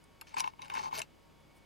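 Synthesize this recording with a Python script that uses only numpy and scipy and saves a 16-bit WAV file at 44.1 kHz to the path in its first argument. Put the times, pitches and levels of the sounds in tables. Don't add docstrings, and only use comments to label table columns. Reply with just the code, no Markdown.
import sys
import numpy as np
from scipy import signal
from scipy.fft import rfft, irfft
from scipy.io import wavfile
from scipy.ndimage import uniform_filter1d

SR = 44100
rng = np.random.default_rng(int(sys.argv[2]) if len(sys.argv) > 2 else 0)


def gain_from_decibels(decibels):
    exponent = np.asarray(decibels, float) / 20
    return 10 ** exponent


def transcribe(signal):
    frames = np.atleast_2d(signal).T
    limited = np.clip(frames, -1, 1)
    pcm = np.round(limited * 32767).astype(np.int16)
    wavfile.write(sys.argv[1], SR, pcm)


N = 72765
RING_N = 4096


def evened(x):
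    return x / np.sqrt(np.mean(x ** 2) + 1e-20)


def resonate(x, hz, width_hz):
    turn = np.exp(2j * np.pi * hz * np.arange(len(x)) / SR)
    r = np.exp(-np.pi * width_hz / SR)
    return 2 * (turn * signal.lfilter([1 - r], [1, -r], x / turn)).real


def resonant_noise(hz, width_hz):
    return evened(resonate(rng.standard_normal(N), hz, width_hz))


def coloured(points):
    f, db = np.transpose(points)
    hz = np.fft.rfftfreq(N, 1 / SR)
    gain = gain_from_decibels(np.interp(np.log(hz + 1), np.log(f + 1), db))
    return evened(irfft(rfft(rng.standard_normal(N)) * gain, N))


def ring(modes, scatter_db, colour_db=0, detune=0.012):
    rise_cycles = 1.06
    hz, db, t60_s = np.transpose(modes)[:, :, None]
    t = np.arange(RING_N) / SR
    luck = rng.standard_normal((2, len(modes), 1))
    tone = np.sin(2 * np.pi * hz * (1 + detune * luck[0]) * t)
    tone = tone * (1 - np.exp(-(t * hz / rise_cycles) ** 2))
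    tone = tone * (-1) ** np.arange(len(modes))[:, None]
    level_db = db + colour_db + scatter_db * luck[1] - 60 * t / np.maximum(t60_s, .003)
    out = (gain_from_decibels(level_db) * tone).sum(0)
    return out / abs(out).max()


def rustle():
    start_s, length_s = 1.545, 0.055
    u = np.clip((np.arange(N) / SR - start_s) / length_s, 0, 1)
    brush = gain_from_decibels(-73) * resonant_noise(8000, 11000)
    squeak = gain_from_decibels(-79) * resonant_noise(9300, 40)
    return np.sin(np.pi * u) * (brush + squeak)


# frequency in Hz, density in dB per Hz.
COMMON_HISS = [(15, -25), (66, -22), (90, -1), (125, -7), (200, -5), (936, -13.5), (1940, -19.5),
               (2280, -18.5), (16000, -36)]
# frequency in Hz, density in dB per Hz.
PORT_DIFFERENCE = [(15, -20), (66, 4.5), (317, 3.5), (384, -0.5), (439, 0), (5880, -27), (7110, -47),
                   (16000, -35)]
# frequency in Hz, level in dB.
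WHINE_LINES = [(84, -75), (150.5, -74.5), (557, -80), (930, -78), (1114, -80.5), (2229, -77.5),
               (2977, -84.5), (3400, -85.5)]
# frequency in Hz, level in dB, lean to the left as a ratio.
HUM_LINES = [(24.53, -70, .6), (50, -68.5, 0.62), (151.6, -74, .1), (4830, -85.5, 0)]


def quiet_room():
    whine = 0
    for hz, db in WHINE_LINES:
        width_hz = 0.53 + 0.0022 * hz
        whine = whine + gain_from_decibels(db) * resonant_noise(hz, width_hz)
    hz, db, lean = np.transpose(HUM_LINES)[:, :, None]
    phase = hz * np.arange(N) / SR + rng.random(hz.shape)
    hum = gain_from_decibels(db + 1.5) * np.sin(2 * np.pi * phase)
    mid = gain_from_decibels(-65.5) * coloured(COMMON_HISS) + whine + hum.sum(0) + rustle()
    side = gain_from_decibels(-66) * coloured(PORT_DIFFERENCE) + (lean * hum).sum(0)
    return np.array([mid + side, mid - side])


def table_echo(x):
    t60_s = 0.05
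    taps = np.zeros((2, 6000))
    at = np.arange(60, 5960, 20) + rng.integers(0, 20, (2, 295))
    np.put_along_axis(taps, at, rng.choice([-1., 1.], at.shape), 1)
    taps = taps * gain_from_decibels(-60 * np.arange(6000) / SR / t60_s)
    taps = 0.31 * taps[0] + 0.78 * taps
    return signal.fftconvolve(x[None], taps / np.linalg.norm(taps[0]), axes=1)[:, :N]


# start in seconds, level in dB.
ARM_STOPS = [
    (.976, -38.5),
    (.985, -32.5),
    (1.001, -35.5),
]
# frequency in Hz, level in dB, t60 in seconds.
CASE_MODES = [(415, -2, 0.089), (662, 7, 0.043)]


def stops():
    out = np.zeros(N)
    for s, db in ARM_STOPS:
        i = round(s * SR)
        out[i:i + RING_N] += gain_from_decibels(db) * ring(CASE_MODES, 1.55)
    return out * np.array([[1], [-.2]])


# start in seconds, frequency in Hz, level in dB, t60 in seconds.
LOOSE_PARTS = [(0.0406, 9560, -51, 0.003), (0.2124, 4260, -46, 0.017), (0.2134, 11460, -44.5, .01),
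               (.218, 1590, -51, 0.011), (.22, 1230, -48, .014), (0.344, 4500, -46, 0.013),
               (.345, 7800, -46, .012), (0.3858, 2520, -33, 0.016), (0.396, 2560, -33, 0.0086),
               (.4043, 5000, -27.5, 0.0059), (0.4023, 8200, -34.5, 0.005), (0.44, 4100, -44, 0.01),
               (.475, 2800, -39.5, 0.012), (0.6187, 3895, -43, 0.025), (0.6185, 5977, -47, 0.025),
               (.6992, 5950, -48.5, 0.0075), (0.7388, 7500, -43, 0.006), (0.976, 4470, -39, 0.012),
               (0.9919, 7300, -32, 0.0066), (1.0171, 2760, -29, 0.0071), (1.0179, 3728, -40, 0.012),
               (1.0173, 6140, -36.5, 0.008), (1.0174, 7580, -35, 0.0097), (1.405, 9700, -66, .006)]


def pings():
    out = np.zeros(N + RING_N)
    for s, hz, db, t60_s in LOOSE_PARTS:
        i = round(s * SR)
        out[i:i + RING_N] += gain_from_decibels(db) * ring([(hz, 0, t60_s)], 0, detune=0)
    return out[:N]


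# time in seconds, pressure in dB, frame share in dB, lever share in dB, slips per second.
FIRST_DRAGS = [
    [(.265, -63, -8, 4, 300), (.275, -60.5, -5, 9.5, 318), (.355, -65.5, 0, 0.5, 300),
     (.372, -41.5, 5.5, 1.5, 364), (.39, -47, 0, 15, 493), (.415, -58, 5, 0, 456), (.43, -54, 4, -3, 300),
     (.46, -54.5, 11, 4, 268), (.505, -65.5, 1, 5, 300)],
    [(.585, -62.5, -6, -16, 227), (.63, -61, 8, 4.5, 308), (.665, -59, 3, 4, 312), (.695, -73, 8, -4, 250)],
]
SECOND_DRAGS = [
    [(.698, -60, 20.5, -6, 184), (.735, -52.5, 1, -0.5, 218), (.76, -44.5, 2.5, -1, 246),
     (.795, -50, 9.5, 11, 215), (.805, -50, 8, 4.5, 207), (.83, -50, 5.5, 9, 197),
     (.87, -53.5, 10, 7.5, 168), (.89, -58, 13, 7, 173), (.902, -86, 2, -12, 143)],
    [(.905, -61.5, 16.5, -8, 110.6), (.93, -52, 3, 4, 183), (.943, -44, 0, 5, 250),
     (.955, -42.5, -3, 8.5, 314), (.97, -49.5, 6, 10, 411), (.99, -44, -3.5, 8, 365),
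     (1.008, -50, 4, -16, 494), (1.025, -52, -5, 2.5, 554), (1.06, -78, -9, 4, 443)],
]
# frequency in Hz, level in dB, t60 in seconds.
RUBBED_FRAME_MODES = [(790, -10, 0.067), (873, 4, 0.062), (1038, 8, 0.024), (942, 1.5, 0.037)]
RUBBED_GEAR_MODES = [(1475, 1, 0.01), (1807, 2.5, 0.013), (2244, 5, 0.017), (2635, -1, 0.025),
                     (2760, 0, 0.022), (2960, -1.5, 0.016), (3817, -5.5, 0.04)]
RUBBED_LEVER_MODES = [(4325, -3, 0.013), (4630, -3, 0.011), (4800, -0.5, 0.011), (5415, 0, 0.01),
                      (5730, -1, 0.0094), (6240, 3.5, 0.009), (7160, -1, 0.0073), (8200, -5, .01),
                      (9060, -7, 0.0047), (10450, -8.5, 0.011), (11760, -9, 0.01), (13900, -20, .007)]
# frequency in Hz, level in dB, t60 in seconds.
PIN_MODE = (13160, -11.5, 0.0035)


def drags():
    slip_jitter, slip_scatter_db, scrape = .35, 3.5, 0.47
    lever_tilt_db_per_oct, pin_from_s = -8, .93
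    t = np.arange(N) / SR
    controls = np.zeros((4, N))  # frame, gear, lever levels; slips per s
    for rows in FIRST_DRAGS + SECOND_DRAGS:
        s, db, frame_db, lever_db, rate = np.transpose(rows)
        on = (t >= s[0]) & (t < s[-1])
        level = gain_from_decibels(np.interp(t, s, db)) * on
        frame_level = level * gain_from_decibels(np.interp(t, s, frame_db))
        lever_level = level * gain_from_decibels(np.interp(t, s, lever_db))
        controls += [frame_level, level, lever_level, np.interp(t, s, rate) * on]
    rate = controls[3]
    wobble = evened(uniform_filter1d(rng.standard_normal(N), 200))
    turns = np.cumsum(rate * np.maximum(1 + slip_jitter * wobble, .1)) / SR
    slip = np.diff(np.floor(turns), prepend=0) * np.sqrt(SR / np.maximum(rate, 50))

    parts = []
    for modes, level in zip((RUBBED_FRAME_MODES, RUBBED_GEAR_MODES, RUBBED_LEVER_MODES), controls):
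        part = 0
        for mode in modes:
            luck = rng.standard_normal((2, N))
            strike = ring([mode], 0, detune=0) * gain_from_decibels(mode[1])
            if modes is RUBBED_LEVER_MODES:
                strike = strike * gain_from_decibels(lever_tilt_db_per_oct * np.log2(mode[0] / modes[0][0]))
            drive = slip * gain_from_decibels(slip_scatter_db * luck[0]) + scrape * luck[1]
            part = part + signal.oaconvolve(drive * level, strike / np.sqrt(100 * len(modes)))[:N]
        parts.append(part)
    pin = (slip + rng.standard_normal(N)) * controls[2] * (t > pin_from_s)
    pin_ring = ring([PIN_MODE], 0) * gain_from_decibels(PIN_MODE[1] - 20.5)
    parts[2] = parts[2] + signal.oaconvolve(pin, pin_ring)[:N]

    thud = np.array([resonant_noise(135, 1110) for _ in range(2)])
    pressure = uniform_filter1d(controls[0] + controls[1], 900)
    return np.array(parts), gain_from_decibels(-13) * pressure * thud


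# start in seconds, gear level in dB, frame level in dB, lever level in dB,
# gear pitch in Hz.
FIRST_CLICKS = [(0.0408, -69, -67, -56, 3670), (0.2116, -41.5, -65, -37, 3300),
                (0.215, -48, -41, -46.5, 1560), (0.27, -50, -68, -55, 2300), (0.293, -55, -69, -54.5, 2700),
                (0.3405, -41.5, -30, -49.5, 2200), (0.344, -46, -44, -54, 3730),
                (0.367, -32.5, -24.5, -41, 2200), (0.371, -35, -30, -48, 2200),
                (0.381, -59, -31, -40, 2200), (0.3837, -44, -36, -32, 2620), (0.39, -37, -38, -36, 2600),
                (0.3971, -33.5, -29.5, -27, 2600), (0.4035, -26.5, -22, -21.5, 2140),
                (0.4112, -44.5, -32, -55, 2280), (0.4371, -39.5, -28, -64, 2660),
                (0.4415, -32, -23.5, -39.5, 2380), (0.4591, -45.5, -32.5, -52, 2300),
                (0.474, -38, -23.5, -47, 2640), (0.479, -62, -46, -46, 2320),
                (0.534, -56.5, -47, -75, 2290)]
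SECOND_CLICKS = [(0.592, -47.5, -37.5, -70, 2430), (0.6187, -40, -53, -43, 3140),
                 (0.624, -41, -46, -50.5, 2920), (0.647, -44, -54, -49, 2826),
                 (0.6557, -45.5, -55, -49, 2930), (0.681, -45, -62, -50.5, 2240),
                 (0.6991, -33, -36, -43, 2210), (0.716, -42, -32, -54, 2380),
                 (0.7386, -42.5, -26.5, -37, 2600), (0.751, -33.5, -30.5, -38, 2000),
                 (0.7699, -30.5, -33, -41.5, 2279), (0.7753, -41.5, -27.5, -46, 2200),
                 (0.792, -34, -47, -56, 2502), (0.7964, -41.5, -30.5, -56, 2740),
                 (0.856, -44, -33, -49, 2200), (0.926, -50, -25, -53, 2200), (0.977, -35.5, -37, -35, 2920),
                 (0.9842, -35, -45, -33, 2420), (0.9918, -35.5, -44, -28.5, 2700),
                 (1.001, -33.5, -38, -38, 2266), (1.0174, -34, -38.5, -33.5, 2700)]
# frequency in Hz, level in dB, t60 in seconds.
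FRAME_MODES = [(905, 0, .042), (1035, -1, .04), (1290, -20, .03), (780, -16, .03)]
GEAR_MODES = [(1560, 0, 0.028), (1805, -33, 0.036), (2200, 4, 0.014), (2383, -1.5, 0.011),
              (2490, -7, 0.029), (2600, -6, 0.015), (2797, 6.5, 0.009), (2970, -25, 0.013),
              (3720, -2.5, 0.015)]
LEVER_MODES = [(3970, 3, 0.0061), (4510, -3.5, 0.0068), (4936, -2, 0.019), (5464, 4, 0.012),
               (5920, -3.5, 0.015), (6720, 0.5, 0.0078), (6920, -0.5, 0.011), (7706, -2.5, 0.01),
               (8200, -3, 0.01), (9450, 3.5, 0.006), (10490, -1.5, 0.015), (11410, -6, 0.012),
               (12900, -6.5, 0.0052)]


def clicks():
    contact_s, scatter_db = 0.0005, 3
    focus_db_per_oct, bright_per_oct = 16, 1
    out = np.zeros((3, N + 8192))
    t = np.arange(256) / SR
    gear_hz = np.array(GEAR_MODES)[:, :1]
    lever_hz = np.array(LEVER_MODES)[:, :1]
    for s, gear_db, frame_db, lever_db, hz in FIRST_CLICKS + SECOND_CLICKS:
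        chatter = rng.standard_normal((2, 256)) * np.exp(-t / contact_s)
        focus_db = -focus_db_per_oct * abs(np.log2(gear_hz / hz))
        tilt_db = bright_per_oct * min(lever_db - gear_db, 0) * np.log2(lever_hz / lever_hz[0])
        gear = signal.fftconvolve(ring(GEAR_MODES, scatter_db, focus_db), chatter[0])[:RING_N]
        lever = signal.fftconvolve(ring(LEVER_MODES, scatter_db, tilt_db), chatter[1])[:RING_N]
        edge = np.diff(chatter[1], prepend=0)
        edge_gain = gain_from_decibels(-12.5) * abs(lever).max() / abs(edge).max()
        lever = lever + edge_gain * np.pad(edge, (0, RING_N - 256))
        frame = ring(FRAME_MODES, scatter_db / 2, detune=0.0074)
        parts = [gain_from_decibels(1 + frame_db) * frame,
                 gain_from_decibels(gear_db) * gear / abs(gear).max(),
                 gain_from_decibels(lever_db) * lever / abs(lever).max()]
        i = round(s * SR)
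        out[:, i:i + RING_N] += np.array(parts)
    return out[:, :N]


def scene():
    rubbed, thud = drags()
    frame, gear, lever = clicks() + rubbed
    lever = lever + pings()
    frame_band = signal.butter(2, [720, 1300], "bandpass", fs=SR, output="sos")
    frame = signal.sosfilt(frame_band, frame)
    far_face = np.roll(frame - 0.38 * resonate(frame, 798, 208), 2)
    scatter = evened(rng.standard_normal(64)) / 8
    spread = gain_from_decibels(-13.5) * signal.oaconvolve(gear + lever, scatter)[:N]
    left = frame + gear + lever
    right = -gain_from_decibels(-2) * far_face + gain_from_decibels(-2.5) * gear + gain_from_decibels(-1.17) * lever
    near = np.array([left + spread, right - spread])
    echo = gain_from_decibels(-8) * table_echo(gear + lever + gain_from_decibels(-13) * frame)
    return near + echo + thud + stops() + quiet_room()


def top_cut(x):
    return signal.sosfilt(signal.butter(12, 16370, fs=SR, output="sos"), x)


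def record(dry):
    band = signal.firwin(1023, [38, 15900], pass_zero=False, fs=SR)
    mix = signal.oaconvolve(dry, band[None], "same")
    return top_cut(mix)


dry = scene()
out = record(dry)
transcribe(out)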